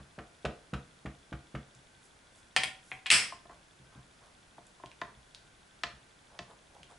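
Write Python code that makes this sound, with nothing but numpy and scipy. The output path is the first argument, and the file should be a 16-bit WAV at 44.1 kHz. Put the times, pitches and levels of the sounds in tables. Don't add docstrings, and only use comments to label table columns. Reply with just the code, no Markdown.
import sys
import numpy as np
from scipy import signal
from scipy.fft import rfft, irfft
from scipy.io import wavfile

SR = 44100
rng = np.random.default_rng(int(sys.argv[2]) if len(sys.argv) > 2 else 0)


def master_out(mix):
    frames = np.transpose(np.atleast_2d(mix))
    ceiling = np.clip(frames, -1, 1)
    pcm = np.round(ceiling * 32767).astype(np.int16)
    wavfile.write(sys.argv[1], SR, pcm)


N = 308126
SIZE = 2 ** 15
AGE = np.arange(SIZE) / SR
CUTOFF_HZ = 11120


def amp(db):
    return 10 ** (np.asarray(db) / 20)


def coloured(x, spectrum):
    hz, db = np.transpose(spectrum)
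    log_bins = np.log(np.maximum(np.fft.rfftfreq(SIZE, 1 / SR), 1))
    cepstrum = irfft(np.log(amp(np.interp(log_bins, np.log(hz), db))))
    folded = np.r_[cepstrum[0], 2 * cepstrum[1:SIZE // 2]]
    return signal.fftconvolve(x, irfft(np.exp(rfft(folded, SIZE))))[:len(x)]


def butter(x, hz, kind, order=2):
    sections = signal.butter(order, np.minimum(hz, SR / 2 - 1), kind, fs=SR, output="sos")
    return signal.sosfilt(sections, x + 1e-18)


def resonance(x, hz, t60):
    radius = 1000 ** (-1 / (t60 * SR))
    feedback = [1, -2 * radius * np.cos(2 * np.pi * hz / SR), radius ** 2]
    return signal.lfilter(np.array([1, 0, -1]) * (1 - radius ** 2) / 2, feedback, x + 1e-18)


def dying(t60):
    shape = np.exp(-np.log(1000) * AGE / t60)
    return shape / np.linalg.norm(shape)


def click(blur_db, blur_t60):
    blur = amp(blur_db) * dying(blur_t60) * rng.standard_normal(SIZE)
    return (signal.unit_impulse(SIZE) + blur) / np.hypot(1, amp(blur_db))


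def add(track, s, sound):
    start = round(s * SR)
    first, last = max(start, 0), min(start + len(sound), N)
    track[first:last] += sound[first - start:last - start]


def stereo(mid, side):
    return np.array([mid + side, mid - side])


# f/Hz, t60/s
ROOM_DECAY = [(100, 0.35), (500, 0.41), (1000, 0.35), (2500, 0.32), (5000, 0.32), (11000, 0.27)]
def room_tail(build_s):
    log_bins = np.log(np.fft.rfftfreq(SIZE, 1 / SR) + 1)
    noise = rfft(rng.standard_normal(SIZE))
    centres = np.log([hz for hz, t60 in ROOM_DECAY])
    bands = [irfft(noise * np.interp(log_bins, centres, share)) for share in np.eye(len(centres))]
    tail = sum(band * dying(t60) for band, (hz, t60) in zip(bands, ROOM_DECAY))
    return butter(tail * (1 - np.exp(-(AGE / build_s) ** 2)), 92, "high")


# f/Hz, level/dB
ROOM_SIDE = [(60, -29), (110, -41), (190, -35), (350, -13.5), (620, -12.5), (1120, -8.5), (2000, -8),
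             (3600, -9), (6460, -6.5), (11600, -11)]
def at_microphone(x, room_db, pan_db, build_s):
    tail = stereo(room_tail(build_s), amp(2) * coloured(room_tail(build_s), ROOM_SIDE))
    direct = x * amp([[pan_db / 2], [-pan_db / 2]])
    return direct + amp(room_db) * signal.fftconvolve(x[None], tail, axes=1)[:, :N]


# f/Hz, level/dB
HISS_COLOUR = [(15, -6), (25, -0.5), (48, 5), (87, 1), (124, 2), (160, 2), (192, -1.5), (372, -4),
               (480, -5.5), (668, -4.5), (1260, -8.5), (1590, -6.5), (1710, -8), (3500, -12),
               (11000, -17.5), (14300, -125), (22000, -120)]
# f/Hz, level/dB
HISS_SIDE = [(60, -26), (110, -15.5), (190, -10), (350, -3), (620, -2.5), (1120, 0), (2000, -1.5),
             (3600, -5), (6460, -7.5), (11600, -10)]
# f/Hz, level/dB
WHINE_TONES = [(1416, -80), (1545, -78.5), (3424, -82)]
def background(hiss_db=-62.5, first_tick_s=0.0305, tick_period_s=0.08):
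    mid, side = (coloured(rng.standard_normal(N), HISS_COLOUR) for _ in range(2))
    mid_rms = butter(mid, CUTOFF_HZ, "low", order=8).std()
    hiss = amp(hiss_db) * stereo(mid, coloured(side, HISS_SIDE)) / mid_rms
    tones = [resonance(rng.standard_normal(N), hz, t60=0.33) for hz, db in WHINE_TONES]
    whine = sum(amp(db) * tone / tone.std() for tone, (hz, db) in zip(tones, WHINE_TONES))
    pulses = np.zeros(N)
    pulses[round(first_tick_s * SR)::round(tick_period_s * SR)] = amp(-26)
    return hiss + whine + butter(pulses, [3200, 3750], "band")


# middle t/s, length/s, level/dB, f/Hz
RUB_STROKES = [(2.049, 0.1, -64.5, 8700), (2.373, 0.16, -67, 8800), (2.901, 0.28, -64.5, 8260),
               (3.52, 0.09, -57, 810), (3.961, 0.12, -61.5, 990), (4.242, 0.17, -63.5, 850),
               (6.347, 0.17, -62, 660), (6.51, 0.1, -55.5, 730), (6.757, 0.17, -62, 610),
               (6.915, 0.086, -58, 780)]
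def rubs(band_ratio=1.59, grain_db=3, crackles_per_s=160, crackle_db=14):
    out = np.zeros(N)
    for s, length, db, hz in RUB_STROKES:
        stroke = np.hanning(int(length * SR))
        noise = rng.standard_normal(SIZE)
        grain = amp(grain_db * np.repeat(rng.standard_normal(SIZE // 128), 128))
        friction = butter(noise * grain, [hz / band_ratio, hz * band_ratio], "band")
        snaps = (rng.random(SIZE) < crackles_per_s / SR) * rng.standard_normal(SIZE)
        crackle = signal.fftconvolve(snaps, click(blur_db=9, blur_t60=0.011))[:SIZE]
        sound = friction / friction.std() + amp(crackle_db) * butter(crackle, 2200, "high")
        add(out, s - length / 2, amp(db) * stroke * sound[:len(stroke)])
    return at_microphone(out, room_db=-3.5, pan_db=-1.5, build_s=0.014)


# t/s, level/dB, f/Hz
TACKY_SNAPS = [(1.75, -26, 6600), (4.668, -27, 7660), (4.86, -15, 3070), (4.916, -16, 2520),
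               (5.348, -11, 3780), (6.832, -13.5, 2900)]
def ticks(band_ratio=1.143):
    out = np.zeros(N)
    for s, db, hz in TACKY_SNAPS:
        snap = click(blur_db=-8, blur_t60=0.063)
        add(out, s, amp(db) * butter(snap, [hz / band_ratio, hz * band_ratio], "band", order=1))
    return at_microphone(out, room_db=-4, pan_db=0.5, build_s=0.0011)


# f/Hz, t60/s, level/dB
DESK_RING = [(61.2, 0.11, 12.5), (132.5, 0.081, 10.5), (194, 0.071, 10.5), (242.7, 0.11, 4.5),
             (319.8, 0.11, 4.5), (446, 0.13, 10.5), (570, 0.14, 8), (704, 0.065, 14), (1131, 0.12, 6)]
# f/Hz, level/dB
THUD_COLOUR = [(30, -25), (60, -9), (150, 6), (280, 4), (600, 7.5), (1200, -3.5), (4000, -20), (11000, -34)]
def thud(contact_hz, swell_lag_s=0.00598):
    push = butter(signal.unit_impulse(SIZE), contact_hz, "low")
    late_push = np.interp(AGE - swell_lag_s, AGE, push, left=0)
    swell = sum(amp(db + rng.normal()) * resonance(resonance(late_push, hz, t60), hz, t60)
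                for hz, t60, db in DESK_RING)
    blur = butter(click(blur_db=3, blur_t60=0.15), contact_hz, "low")
    return swell + coloured(blur, THUD_COLOUR)


def desk_pushes(hits, push_db, push_hz, delay_s=0.004, mid_body_hz=250, loss_db_per_octave=5.5):
    return [(s + delay_s, db + push_db - loss_db_per_octave * np.log2(lowest_hz / mid_body_hz), push_hz)
            for s, db, _, lowest_hz in hits]


# t/s, level/dB, contact f/Hz
SOFT_BUMPS = [(1.753, -11, 117), (3.799, -11.5, 149), (3.957, -5, 155), (5.152, -6, 80), (5.916, -7.5, 100),
              (6.8, -15.5, 169)]
def desk(push_hz=330, after_snap_s=0.015, after_snap_db=-18.5):
    after_snap = [(s + after_snap_s, db + after_snap_db, push_hz) for s, db, _ in LID_SNAP_WASH]
    from_lid = desk_pushes(LID_BLOWS, push_db=-21.5, push_hz=push_hz)
    from_plate = desk_pushes(PLATE_KNOCKS, push_db=-10.5, push_hz=push_hz)
    out = np.zeros(N)
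    for s, db, contact_hz in SOFT_BUMPS + after_snap + from_lid + from_plate:
        add(out, s, amp(db) * thud(contact_hz))
    return at_microphone(butter(out, 46, "high"), room_db=0.5, pan_db=0.6, build_s=0.011)


def ringing(x, modes, detune=0.0042):
    return sum((-1) ** k * amp(db + rng.normal()) * resonance(x, hz * (1 + detune * rng.normal()), t60)
               for k, (hz, t60, db) in enumerate(modes))


def dispersed(x, lag_s, knee_hz=3080):
    hz = np.fft.rfftfreq(2 * SIZE, 1 / SR)
    phase = 2 * np.pi * lag_s * knee_hz * np.arctan(hz / knee_hz)
    return irfft(rfft(x, 2 * SIZE) * np.exp(-1j * phase))[:SIZE]


def blows(hits, colour, modes, blur_db, blur_t60, ring_db, lag_s):
    out = np.zeros(N)
    for s, db, contact_hz, lowest_hz in hits:
        crack = coloured(click(blur_db, blur_t60), colour)
        ring = amp(ring_db) * ringing(signal.unit_impulse(SIZE), modes)
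        dulled = butter(crack + ring, contact_hz, "low", order=3)
        thinned = butter(dulled, lowest_hz, "high")
        add(out, s, amp(db) * dispersed(thinned, lag_s))
    return out


# t/s, level/dB, contact f/Hz, lowest stirred f/Hz
PLATE_KNOCKS = [(3.322, 2.5, 1350, 850), (3.4524, -9, 1200, 494), (3.494, -3, 1130, 686),
                (4.5805, -4, 960, 470), (4.798, -11.5, 1050, 494), (4.8355, -2, 1300, 310),
                (5.015, 9, 2000, 720), (5.8345, 14.5, 2740, 1160), (6.39, 0.5, 3200, 243)]
# f/Hz, level/dB
PLATE_COLOUR = [(100, -31), (350, 4), (550, -23), (1050, 0), (1350, -8), (1900, -14.5), (3000, -7),
                (4800, -2.5), (6500, -1), (11000, 0.5)]
# f/Hz, t60/s, level/dB
PLATE_RING = [(613, 0.083, 2.5), (701, 0.092, 3.5), (1045, 0.11, 1), (1740, 0.031, -2.5),
              (2370, 0.018, -7.5), (2610, 0.031, -2), (3050, 0.11, -8), (910, 0.057, -28), (1980, 0.02, -5)]
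def plate():
    knocks = blows(PLATE_KNOCKS, PLATE_COLOUR, PLATE_RING,
                   blur_db=5, blur_t60=0.035, ring_db=1.5, lag_s=0.001235)
    return at_microphone(knocks, room_db=-6.5, pan_db=1, build_s=0.0051)


# t/s, level/dB, contact f/Hz, lowest stirred f/Hz
LID_BLOWS = [(2.5635, 19.5, 7470, 330), (2.5725, 10.5, 6000, 503), (2.6345, 12.5, 9300, 395),
             (2.916, 5, 2400, 198), (3.0595, 7.5, 3600, 780), (3.0652, 7, 7000, 1010),
             (3.1028, 22, 9060, 1890), (3.1135, 14, 9500, 2570)]
# f/Hz, level/dB
LID_COLOUR = [(100, -27), (400, -21.5), (800, -10.5), (1200, -16.5), (1800, -5.5), (2500, -4), (3300, -8.5),
              (4300, -12.5), (6500, -20), (8300, -13.5), (11000, -15.5)]
# f/Hz, t60/s, level/dB
LID_RING = [(761, 0.34, 4.5), (1028, 0.2, -5), (1434, 0.12, -9), (1746, .16, -4), (2260, 0.068, -8),
            (2435, 0.12, 3.5), (2566, 0.051, -2), (3215, 0.12, 3), (3270, 0.022, -2.5), (4300, 0.13, -22),
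            (4970, 0.12, -5)]
def lid():
    clatter = blows(LID_BLOWS, LID_COLOUR, LID_RING, blur_db=3, blur_t60=0.04, ring_db=-2, lag_s=0.001)
    return at_microphone(clatter, room_db=-3.5, pan_db=2, build_s=0.00083)


# t/s, level/dB, t60/s
LID_SNAP_WASH = [(3.113, 19, 0.28)]
# f/Hz, level/dB
WASH_COLOUR = [(100, -45), (500, -17.5), (900, -12), (1400, -4), (2100, 1.5), (3100, -1.5), (4000, -9),
               (5200, 0), (6600, -13.5), (8100, -5), (11000, -13.5)]
def snap_wash(reflections_per_s=9000, ring_db=-15):
    out = np.zeros(N)
    chance = reflections_per_s / SR
    for s, db, t60 in LID_SNAP_WASH:
        arrivals = (rng.random(SIZE) < chance) * rng.choice([-1, 1], SIZE)
        reflections = arrivals * dying(t60) / np.sqrt(chance)
        wash = coloured(reflections, WASH_COLOUR) + amp(ring_db) * ringing(reflections, LID_RING)
        add(out, s, amp(db) * wash)
    return at_microphone(out, room_db=-0.5, pan_db=1.2, build_s=0.0032)


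# t/s, thud level/dB, contact f/Hz
PAD_TAPS = [(-.012, -4.5, 210), (0.1808, -2.5, 470), (0.4465, 9, 397), (0.7316, 10.5, 219),
            (1.0523, 4.5, 262), (1.321, 4.5, 215), (1.544, 6.5, 192)]
# f/Hz, level/dB
CLACK_COLOUR = [(100, -46), (400, -3.5), (700, -1), (900, -5.5), (1250, 1.5), (2000, -5.5), (3000, -5),
                (5000, -10), (11000, -6)]
def pad_on_stamp(usual_contact_hz=219, clack_hz=2260, clack_delay_s=0.0055):
    out = np.zeros(N)
    for s, thud_db, contact_hz in PAD_TAPS:
        add(out, s, amp(thud_db) * thud(contact_hz))
        firmness_octaves = np.log2(contact_hz / usual_contact_hz)
        strength = amp(-6 + 0.87 * thud_db + 4.5 * firmness_octaves)
        delay_s = clack_delay_s / strength ** 0.41
        top_hz = clack_hz * strength ** 0.43
        clack = coloured(click(blur_db=45, blur_t60=0.075), CLACK_COLOUR)
        add(out, s + delay_s, strength * butter(clack, top_hz, "low"))
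    return at_microphone(out, room_db=-6.5, pan_db=-0.3, build_s=0.012)


def scene():
    return pad_on_stamp() + desk() + lid() + snap_wash() + plate() + ticks() + rubs() + background()


def record(dry):
    lowpass = signal.ellip(12, 0.1, 80, CUTOFF_HZ, fs=SR, output="sos")
    return signal.sosfilt(lowpass, np.tanh(dry))


dry = scene()
out = record(dry)
master_out(out)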